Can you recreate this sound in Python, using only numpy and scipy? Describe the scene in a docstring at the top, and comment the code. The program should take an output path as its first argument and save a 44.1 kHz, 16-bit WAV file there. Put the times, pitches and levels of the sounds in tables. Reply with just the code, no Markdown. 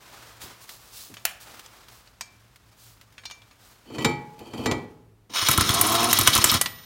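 """An air impact wrench runs a lug nut onto a brake rotor in a garage: over quiet air, sleeves and hose rub (noise).
Bumps and snaps (noise bursts), a clack, and socket clinks on the nut (decaying steel modes) follow.
The loose rotor slides and clunks twice on its hub (random slips, damped modes); then the trigger valve clicks.
Exhaust roars (turbulent noise through resonances), hammer blows jolt the hub, the socket rattles, and for a
moment the freely spinning motor hums in harmonics; the air is shut off and the socket is pulled off."""
import sys
import numpy as np
from scipy import signal
from scipy.fft import rfft, irfft
from scipy.io import wavfile

SR = 44100
rng = np.random.default_rng(int(sys.argv[2]) if len(sys.argv) > 2 else 0)


def generate_wav(signal):
    """Clip the signal to [-1, 1] and save it as 16-bit WAV at the path in sys.argv[1]."""
    frames = np.transpose(np.atleast_2d(signal))
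    scaled = np.clip(frames, -1, 1) * 32767
    pcm = np.round(scaled).astype(np.int16)
    wavfile.write(sys.argv[1], SR, pcm)


N = 302085
TIME = np.arange(N) / SR
BLOW = 32768  # samples computed for each blow

# All levels are relative; each sound may also apply a fixed gain.
# spectrum of the quiet garage air: (frequency [Hz], level [dB])
FLOOR_SPECTRUM = [(20, -18), (48, 8.5), (110, -2.5), (190, -4), (500, -13.5), (2000, -22.5), (6000, -30),
                  (16000, -32.5)]
FLOOR_DB = -61.5

# spectrum of soft rubbing of cloth and hose: (frequency [Hz], level [dB])
RUBBING_SPECTRUM = [(80, -30), (160, -9.5), (400, -5.5), (1200, -1.5), (1900, -6), (5500, -10),
                    (11000, -17), (16000, -17)]
# spectrum of the crisp swish: (frequency [Hz], level [dB])
SWISH_SPECTRUM = [(1000, -28.5), (2000, -12), (4000, -0.5), (8000, -3.5), (12000, -5.5), (16000, -3.5)]
# moves of the arms: (start [s], length [s], soft rubbing [dB], crisp swish [dB])
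STROKES = [(0, 0.53, -50, -74), (.4, 0.095, -51, -42.5), (0.42, 0.21, -50.5, -58), (0.566, 1, -60.5, -54),
           (0.604, 0.069, -60, -50), (0.669, 0.13, -59, -48.5), (0.918, 0.22, -97, -43.5),
           (1.398, 0.067, -79, -46), (1.397, 0.39, -51, -60), (1.71, 0.24, -57.5, -76),
           (1.877, 0.21, -60.5, -55), (2.755, 0.27, -81, -52.5), (3.573, 0.28, -67, -57)]
STROKE_SKEW, STROKE_ROUND = 0.64, 1.1  # exponents of an arch that peaks early
HANDLING_DB, HANDLING_END_S = -61.5, 4.84  # faint rubbing while the tool is being positioned

# dry snaps of glove and hose: (time [s], level [dB])
SNAPS = [(.416, -34), (0.692, -31), (1.14, -33), (1.594, -32.5), (1.884, -40), (2.559, -42.5),
         (3.012, -40.5), (3.124, -48.5), (4.391, -38)]
# soft bumps of tool and hose in the hands: (time [s], level [dB])
BUMPS = [(0.433, -40), (1.099, -43)]

# light metal contacts of tool, socket and nut:
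# (time [s], level [dB], pitch of the spot touched [Hz], ring [dB])
CLINKS = [(1.168, -29, 3040, -17), (1.66, -30, 5900, -33), (2.073, -38.5, 4200, -39),
          (2.209, -17, 6250, -16.5), (3.18, -31, 2680, -12.5), (3.236, -35, 1670, -14),
          (3.254, -23, 4380, -12), (3.299, -29, 3480, -27), (3.31, -25, 4790, -13.5),
          (3.418, -40, 3500, -23), (3.51, -40, 3240, -15), (6.612, -1, 9970, -30),
          (6.659, -10.5, 4370, -22.5)]
# spectrum of a steel crack: (frequency [Hz], level [dB])
CRACK_SPECTRUM = [(50, -21), (170, -2), (400, -7), (1100, 1.5), (2700, -0.5), (7000, -1.5), (9500, -5),
                  (11000, -15.5), (14000, -6), (16000, -24)]
# modes of the stud, socket and nut, each: (frequency [Hz], level [dB], t60 [s])
STUD_MODES = [(1911, -14, .12), (2342, -13, .33), (4452, -16, .22), (5335, -12, .19), (6675, -11, .15),
              (8745, -19, .15)]
SOCKET_MODES = [(1954, -6, .42), (3182, -19, .42), (4194, -17, .4), (5370, -16, .2), (8745, -21, .2)]
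NUT_MODES = [(13500, -37.5, 1)]
PING_S = 6.613

# the tool is snatched up and clacks against something hard: (time [s], level [dB])
CLACKS = [(1.2526, -6), (1.294, -34)]

# pushes of the rotor along the studs: (start [s], seated [s], level on seating [dB])
PUSHES = [(3.857, 4.02, -27.5), (4.38, 4.638, -37)]
SLIDE_START_DB, SLIDE_FALL_DB_PER_S = -52.5, 165
# colour of each slip on the threads: (nominal frequency [Hz], width [Hz], gain [dB])
THREADS = [(100, 80, -10), (2495, 150, 21.5), (3135, 120, 25), (4520, 150, 20.5)]
SLIPS_PER_S, SLIP_SPREAD_DB, SLIP_T60_S = 170, 3.5, 0.11
SLIP_DETUNE = 0.046  # greatest share by which a slip's pitch departs from nominal
# knocks of the rotor on its hub, and last the click of the trigger valve:
# (time [s], level [dB], treble [dB], rotor ring [dB], socket ring [dB])
KNOCKS_AND_CLICK = [(3.9, -27, -17, -27.5, -40), (3.947, -28, -5, -26.5, -28),
                    (3.983, -17.5, -7, -18.5, -16), (4.046, -9, 3.5, -13.5, -30),
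                    (4.403, -28.5, -23, -28.5, -46), (4.534, -21, -11, -22.5, -37),
                    (4.589, -16.5, -32, -37, -46), (4.658, -7, -5.5, -11, -20), (4.712, -9.5, -4, -16, -23),
                    (5.296, -33, -9, -30.5, -43)]
# spectrum of the dull body of a knock or click: (frequency [Hz], level [dB])
BODY_SPECTRUM = [(25, -28), (85, -2), (125, 6.5), (190, 5), (460, 1.5), (610, -9), (900, -6), (1300, -15),
                 (1600, -24), (7000, -26.5), (16000, -34)]
# modes of the rotor before the hand damps it: (frequency [Hz], level [dB], t60 [s])
ROTOR_MODES = [(133, -4, .5), (258, -6, .35), (350, -5, .35), (452, -1, .3), (840, -5.5, .85),
               (921, -14, .7), (1098, -11, .32), (1270, -7, .32), (1954, -12, .5), (2202, -13, .45),
               (2326, -7, .34), (3112, -10, .25), (3790, -13, .25), (4436, -12, .3), (7219, -7, .16)]
HAND_S, HAND_DAMPING_DB_PER_S = 4.49, 50  # from then on a hand steadies the rotor

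# the trigger is eased to a leak, pulled fully, then let go
LEAK_S, OPEN_S, SHUT_S = 5.294, 5.334, 6.572
LEAK_DB, OPEN_DB, BLEED_DB = -45, -25.5, -52
VALVE_RISE_S, VALVE_FALL_S, LEAK_RISE_S = 0.0099, 0.011, 0.0074  # time constants
# spectrum of the exhaust air: (frequency [Hz], level [dB])
EXHAUST_SPECTRUM = [(59, -35), (100, -19.5), (836, -6.5), (2520, -5), (3860, -2.5), (5300, -7),
                    (7770, -20.5), (9210, -24.5), (16000, -16)]
# broad resonances of the exhaust ports: (frequency [Hz], width [Hz], gain [dB])
PORTS = [(1195, 430, 5.5), (5320, 260, 2.5), (6630, 1500, 8), (9120, 820, 21.5), (13500, 370, 11)]
# narrow resonances of the housing: (frequency [Hz], gain [dB])
HOUSING = [(1070, 4), (1290, 6.5), (2250, 6), (2980, 6), (3300, 9.5), (3790, 9.5), (4220, 6.5), (4440, 0),
           (5210, 7.5), (5440, 8.5), (5900, 9), (6380, 6.5), (7000, 7), (9880, 12)]
HOUSING_WIDTH_HZ = 98
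BASS_LAG_S = 0.15  # low rumble and rattle begin this long after the valve opens
# the motor spins freely for a moment
FREE_S, LOADED_S, MOTOR_DB = 5.68, 6.116, -28
MOTOR_RISE_S, MOTOR_FALL_S = 0.095, 0.0051  # time constants
# mean speed of the motor: (time [s], rate [turns/s])
MOTOR_SPEED = [(5.718, 89), (5.788, 101), (5.867, 103.5), (5.899, 110.2), (5.947, 113.2), (5.967, 113),
               (6.111, 121.8)]
# response of the motor's case: (frequency [Hz], level [dB])
MOTOR_CASE = [(50, -26), (110, -6.5), (230, -7.5), (330, -0.5), (450, -4), (560, -16.5), (700, 5),
              (850, -8.5), (1090, 2.5), (1190, -12), (1290, 1.5), (1700, -37)]
HUM_FLUTTER_DB, SPEED_JITTER = 1.5, .006  # rms; the jitter is a share of the speed

# hammer blows on the anvil: (time [s], level [dB], treble before a fixed lift [dB], jolt into the hub [dB])
HAMMER = [(5.42, -20, -19, -22), (5.486, -1, -13, -12.5), (5.5126, -4.5, -11, -40),
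          (5.576, -3.5, -16, -8.5), (5.609, -2.5, -18, -16), (5.6914, -5.5, -15, -12.5),
          (5.8118, 2.5, -4.5, -40), (6.1288, 1.5, -13.5, -35), (6.1876, -1, -10, -15),
          (6.2107, -4.5, -11, -16), (6.2737, 6, -17, -16), (6.351, -4, -5, -18), (6.3638, -6, -16, -29),
          (6.377, -6, -15, -13), (6.4416, 4.5, -15, -24), (6.515, -6.5, 2, -16.5), (6.5402, -6, -17, -15)]
# spectrum of the struck anvil: (frequency [Hz], level [dB])
ANVIL_SPECTRUM = [(300, -6.5), (1200, 4), (3000, 1), (5000, -4), (8000, 4), (11800, 2), (13700, 5),
                  (16000, -11)]
# modes of the nut on its stud: (nominal frequency [Hz], level [dB], t60 [s])
KNOCK_MODES = [(1057, 0.5, 0.03), (1293, -0.5, 0.036)]
KNOCK_SPREAD = 0.065  # greatest upward share by which the knock's pitch shifts
# modes of hub and suspension: (frequency [Hz], level [dB], t60 [s])
THUD_MODES = [(85, -19, 0.12), (119.6, -2.5, 0.055), (177, -5.5, 0.04), (297, -5, 0.027),
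              (402, -20.5, 0.049)]
JOLT_LAG_S = 0.00607  # the hub answers just after the blow
# squeaks of the socket round the nut: (middle [s], level [dB], pitch [Hz])
SCRUBS = [(5.471, -19.5, 3630), (5.747, -22.5, 9700), (5.87, -24, 9700), (6.111, -23, 5574),
          (6.176, -18.5, 4270), (6.338, -15.5, 4000), (6.499, -16, 4150)]
RATTLES_PER_S = 120

# decay of the garage: (frequency [Hz], t60 [s])
GARAGE_DECAY = [(100, 0.92), (1500, 0.63), (5000, 0.35), (14000, 0.27)]
LOW_CUT_HZ, HIGH_CUT_HZ = 39, 16100  # low and high cut of the output


def amp(db):
    """Logarithmic level: decibels to amplitude gain."""
    return 10 ** (np.asarray(db) / 20)


def evened(x):
    """Normalization: scales to a root-mean-square of one."""
    return x / np.sqrt(np.mean(x ** 2) + 1e-20)


def read(points, hz):
    """Interpolation: reads a table on a logarithmic frequency axis."""
    f, value = np.transpose(points)
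    return np.interp(np.log(hz + 1), np.log(f + 1), value)


def add(mix, s, sound):
    """Superposition: sums a sound into the mix from a given time [s]."""
    part = mix[max(round(s * SR), 0):][:len(sound)]
    part += sound[:len(part)]


def wander(hz):
    """Low-pass random process: Gaussian roll-off about a rate, rms one."""
    f = np.fft.rfftfreq(N, 1 / SR)
    spectrum = rfft(rng.standard_normal(N))
    return evened(irfft(spectrum * np.exp(-(f / hz) ** 2), N))


def noise(spectrum, peaks=(), treble_db=0, size=N):
    """Random-phase synthesis: noise of a given colour, resonances and treble shelf."""
    f = np.fft.rfftfreq(size, 1 / SR)
    db = read(spectrum, f) + treble_db * f ** 4 / (f ** 4 + 7000. ** 4)
    for hz, width, peak_db in peaks:
        db = db + peak_db / (1 + (2 * (f - hz) / width) ** 2)
    phases = np.exp(2j * np.pi * rng.random(len(f)))
    return evened(irfft(phases * amp(db), size))


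def decay(t60, rise, size=BLOW):
    """Damping: quick rise, then an exponential fall of 60 dB in t60."""
    t = TIME[:size]
    return (1 - np.exp(-t / rise)) * np.exp(-np.log(1000) * t / max(t60, 1e-3))


def held(start, stop, rise, fall):
    """First-order response: rises from start, holds, and dies away after stop."""
    rising = 1 - np.exp(-np.maximum(TIME - start, 0) / rise)
    return rising * np.exp(-np.maximum(TIME - stop, 0) / fall)


def ring(modes, scatter_db):
    """Modal superposition: damped sinusoids, weighted anew at every blow."""
    out = np.zeros(BLOW)
    for hz, db, t60 in modes:
        weight = amp(db + scatter_db * rng.standard_normal())
        sine = np.sin(2 * np.pi * (hz * TIME[:BLOW] + rng.random()))
        out += weight * decay(t60, 0.0013) * sine
    return out


def random_impulses(per_s, spread_db):
    """Poisson-like process: impulses at chance times with exponentially spread levels."""
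    excess = np.minimum(rng.exponential(1, N), 3)
    return (rng.random(N) < per_s / SR) * amp(spread_db * excess)


def background():
    """Stationary noise of quiet air, with a frequency-modulated hum of a distant machine."""
    turns = np.cumsum(111 * (1 + 0.04 * wander(11.2))) / SR
    hum = np.sin(2 * np.pi * turns) * amp(4.2 * wander(8.1))
    return amp(FLOOR_DB) * noise(FLOOR_SPECTRUM) + amp(-62.0) * hum


def rustle():
    """Friction noise: cloth and hose rub softly, with crisp grainy swishes on some moves."""
    soft = amp(HANDLING_DB) * held(0, HANDLING_END_S, 0.00087, 0.14)
    crisp = np.zeros(N)
    for s, length, soft_db, crisp_db in STROKES:
        progress = np.linspace(0, 1, round(length * SR))
        arch = abs(np.sin(np.pi * progress ** STROKE_SKEW)) ** STROKE_ROUND
        add(soft, s, amp(soft_db) * arch)
        add(crisp, s, amp(crisp_db) * arch ** 1.73)  # the swish gathers at the height of the move
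    rubbing = soft * noise(RUBBING_SPECTRUM) * amp(1.5 * wander(48))
    return rubbing + crisp * noise(SWISH_SPECTRUM) * amp(1.4 * wander(400))


def snaps():
    """Sudden release: rubber glove and hose let go with short dry ticks."""
    spectrum = [(200, -23), (1300, 1), (4000, 1.0), (9000, -8.0), (16000, -6)]
    out = np.zeros(N)
    for s, db in SNAPS:
        tick = noise(spectrum, size=4096) * decay(0.052, 0.00017, size=4096)
        add(out, s, amp(db - 4.5) * tick)
    return out


def bumps():
    """Padded impact: dull low-frequency pushes without ringing modes."""
    spectrum = [(30, -18.5), (110, 1.5), (330, -3.5), (900, -33.0)]
    out = np.zeros(N)
    for s, db in BUMPS:
        add(out, s, amp(db) * noise(spectrum, size=BLOW) * decay(0.18, 0.0026))
    return out


def clinks(count=20):
    """Impact excitation: a crack and clatter about the spot touched, then modes of stud, socket or nut."""
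    out = np.zeros(N)
    for s, db, hz, ring_db in CLINKS:
        # a higher spot also has a brighter crack
        crack = noise(CRACK_SPECTRUM, [(hz, 0.22 * hz, 9)], treble_db=11 * np.log2(hz / 6500), size=BLOW)
        crack = crack * decay(0.034, 0.00078)
        clatter_modes = [(f, -11, .09) for f in hz * rng.uniform(0.51, 1.35, count)]
        clatter = ring(clatter_modes, 2.8) * amp(2.7 * wander(150)[:BLOW])
        modes = SOCKET_MODES if s > SHUT_S else STUD_MODES  # the socket rings once it is pulled free
        ringing = clatter + ring(modes, 2)
        add(out, s, amp(db) * (amp(-7) * crack + amp(ring_db) * ringing))
    add(out, PING_S, ring(NUT_MODES, 0))  # the nut pings as the socket leaves it
    return out


def clacks():
    """Hard impact: a bright broadband crack with a slower-decaying, dense midrange."""
    crack_spectrum = [(150, -23.0), (500, -8.5), (1100, 5.0), (2400, 0), (8000, 2.0), (16000, 0)]
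    linger_spectrum = [(200, -22.5), (1200, 4.5), (2900, 13.5), (4000, -2), (16000, -33.5)]
    out = np.zeros(N)
    for s, db in CLACKS:
        crack = noise(crack_spectrum, size=BLOW) * decay(0.014, 0.00031)
        linger = noise(linger_spectrum, size=BLOW) * decay(0.25, 0.0028)
        add(out, s, amp(db) * (crack + amp(-26.0) * linger))
    return out


def sliding():
    """Sliding friction: each push scrapes harder until the rotor seats, then dies away."""
    out = np.zeros(N)
    for start, seated, db in PUSHES:
        growth_db = np.interp(TIME, [start, seated], [SLIDE_START_DB, db])
        fall_db = SLIDE_FALL_DB_PER_S * np.maximum(TIME - seated, 0)
        out += (TIME > start) * amp(growth_db - fall_db)
    return out


def chatter(count=12):
    """Stick-slip: many small slips on the threads briefly ring the metal at slightly different pitches."""
    out = np.zeros(N)
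    for shift in 1 + SLIP_DETUNE * np.linspace(-1, 1, count):
        slips = random_impulses(SLIPS_PER_S / count, SLIP_SPREAD_DB)
        peaks = [(shift * hz, width, db) for hz, width, db in THREADS]
        tick = noise(BODY_SPECTRUM, peaks, size=8192) * decay(SLIP_T60_S, 0.00033, size=8192)
        out += signal.oaconvolve(slips, tick)[:N]
    return evened(out)


def rotor_and_valve_click():
    """Impact and modal damping: the loose rotor chatters and knocks, and last the trigger valve clicks."""
    out = sliding() * chatter()
    for s, db, treble_db, rotor_db, socket_db in KNOCKS_AND_CLICK:
        crack = noise(CRACK_SPECTRUM, [(2200, 240, 4.5)], treble_db=-10.5, size=BLOW) * decay(0.054, 0.0013)
        # the dull body outlasts the crack
        body = noise(BODY_SPECTRUM, [(4000, 3200, -12)], treble_db=-37.5, size=BLOW) * decay(0.3, 0.0021)
        hand_s = np.maximum(s + TIME[:BLOW] - HAND_S, 0)
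        damped = amp(-HAND_DAMPING_DB_PER_S * hand_s)
        impact = amp(treble_db - 7) * crack + amp(-11.5) * body
        impact += amp(rotor_db) * damped * ring(ROTOR_MODES, 0.5)
        impact += amp(socket_db) * ring(SOCKET_MODES, 0.98)
        add(out, s, amp(db) * impact)
    return out


def airflow():
    """Valve flow: a leak, full flow, and a faint bleed after it shuts."""
    leak = amp(LEAK_DB) * held(LEAK_S, OPEN_S, LEAK_RISE_S, VALVE_FALL_S)
    full = amp(OPEN_DB) * held(OPEN_S, SHUT_S, VALVE_RISE_S, VALVE_FALL_S)
    bleed = amp(BLEED_DB) * held(SHUT_S, TIME[-1], VALVE_RISE_S, VALVE_FALL_S)
    return leak + full + bleed


def housing():
    """Resonance of the shell as (frequency [Hz], width [Hz], gain [dB])."""
    return [(hz, HOUSING_WIDTH_HZ, db) for hz, db in HOUSING]


def exhaust():
    """Turbulence: air hisses and rumbles out through the housing, chopped at the motor's speed."""
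    s, speed = np.transpose(MOTOR_SPEED)
    speed = np.interp(TIME, s, speed) * (1 + SPEED_JITTER * wander(53))
    turns = np.cumsum(speed) / SR
    chop = 1 + 0.15 * np.cos(2 * np.pi * turns)
    air = airflow() * noise(EXHAUST_SPECTRUM, PORTS + housing()) * chop * amp(2.33 * wander(56))
    rumble = noise([(30, -27), (110, -0.5), (400, -4.5), (900, -31), (2000, -54)])
    rumble_level = amp(-37) * held(OPEN_S + BASS_LAG_S, SHUT_S, VALVE_RISE_S, VALVE_FALL_S)
    return air + rumble * rumble_level + motor(speed, turns)


def motor(speed, turns, count=13):
    """Source and filter: harmonics of the turning rate glide through the case's resonances over churning air."""
    hum = np.zeros(N)
    for k in range(1, count + 1):
        hum += amp(read(MOTOR_CASE, k * speed)) * np.cos(2 * np.pi * (k * turns + rng.random()))
    hum = evened(hum) * amp(HUM_FLUTTER_DB * wander(65))
    churn = noise(MOTOR_CASE, [(1100, 390, 9.4)])
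    return amp(MOTOR_DB) * held(FREE_S, LOADED_S, MOTOR_RISE_S, MOTOR_FALL_S) * (hum + churn)


def hammer():
    """Impulse transfer: steel blows on the anvil jolt the hub, with the socket scrubbing among them."""
    out = np.zeros(N)
    for s, db, treble_db, jolt_db in HAMMER:
        # each blow lands differently and favours other short steel resonances
        spots = [(hz, 700, 5) for hz in rng.uniform(2900, 15500, 5)]
        crack = noise(ANVIL_SPECTRUM, spots + housing(), treble_db=treble_db + 11.0, size=BLOW)
        crack = crack * decay(0.028, 0.00051)
        add(out, s, amp(db) * (amp(-5.5) * crack + amp(-32.0) * ring(SOCKET_MODES, 3.3)))
        shift = 1 + KNOCK_SPREAD * rng.uniform(-0.76, 1)
        knock = ring([(shift * hz, mode_db, t60) for hz, mode_db, t60 in KNOCK_MODES], 1.3)
        add(out, s + JOLT_LAG_S, amp(jolt_db) * (knock + ring(THUD_MODES, 0.82)))
    for s, db, hz in SCRUBS:
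        scrub = noise([(hz / 4, -30), (hz, 0), (hz * 2, -17)], housing())
        out += amp(db) * np.exp(-((TIME - s) / 0.0083) ** 2) * scrub
    return out


def rattle(count=16):
    """Random impacts: the loose socket ticks on the square drive at many pitches."""
    out = np.zeros(N)
    for hz in np.geomspace(2500, 14000, count):
        impacts = random_impulses(RATTLES_PER_S / count, 4.6)
        tick = noise(ANVIL_SPECTRUM, [(hz, 0.069 * hz, 14)] + housing(), size=2048)
        tick = tick * decay(0.05, 0.00083, size=2048)
        out += signal.oaconvolve(impacts, tick)[:N]
    level = amp(-31.5) * held(OPEN_S + BASS_LAG_S, SHUT_S, VALVE_RISE_S, VALVE_FALL_S)
    return level * evened(out)


def garage(x):
    """Reverberation: quick echoes from the wheel well, then a diffuse tail that dies by band."""
    near = rng.standard_normal(SR) * (rng.random(SR) < 1500 / SR) * decay(0.047, 0.0034, size=SR)
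    hz, t, bands = signal.stft(rng.standard_normal(SR), SR, nperseg=256)
    band_decay = np.exp(-np.log(1000) * t / read(GARAGE_DECAY, hz)[:, None])
    tail = signal.istft(bands * band_decay, SR, nperseg=256)[1][:SR]
    tail = tail * (1 - np.exp(-TIME[:SR] / 0.0049))
    echoes = amp(-13.0) * near / np.linalg.norm(near) + amp(-14.5) * tail / np.linalg.norm(tail)
    return x + signal.fftconvolve(x, echoes)[:N]


def scene():
    """Superposition of the sources, with the metal and exhaust sounds reverberated."""
    reverberant = clinks() + clacks() + rotor_and_valve_click() + exhaust() + hammer() + rattle()
    direct = background() + rustle() + snaps() + bumps()
    return (garage(reverberant) + direct)[None]


def record(dry):
    """Output stage: low cut, soft limiter, then high cut."""
    low_cut = signal.butter(2, LOW_CUT_HZ, "highpass", fs=SR, output="sos")
    dry = signal.sosfilt(low_cut, dry)
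    limited = .9 * np.tanh(dry / .9)
    high_cut = signal.firwin(511, HIGH_CUT_HZ, window=("kaiser", 9), fs=SR)
    return signal.oaconvolve(limited, high_cut[None], "same")


dry = scene()
out = record(dry)
generate_wav(out)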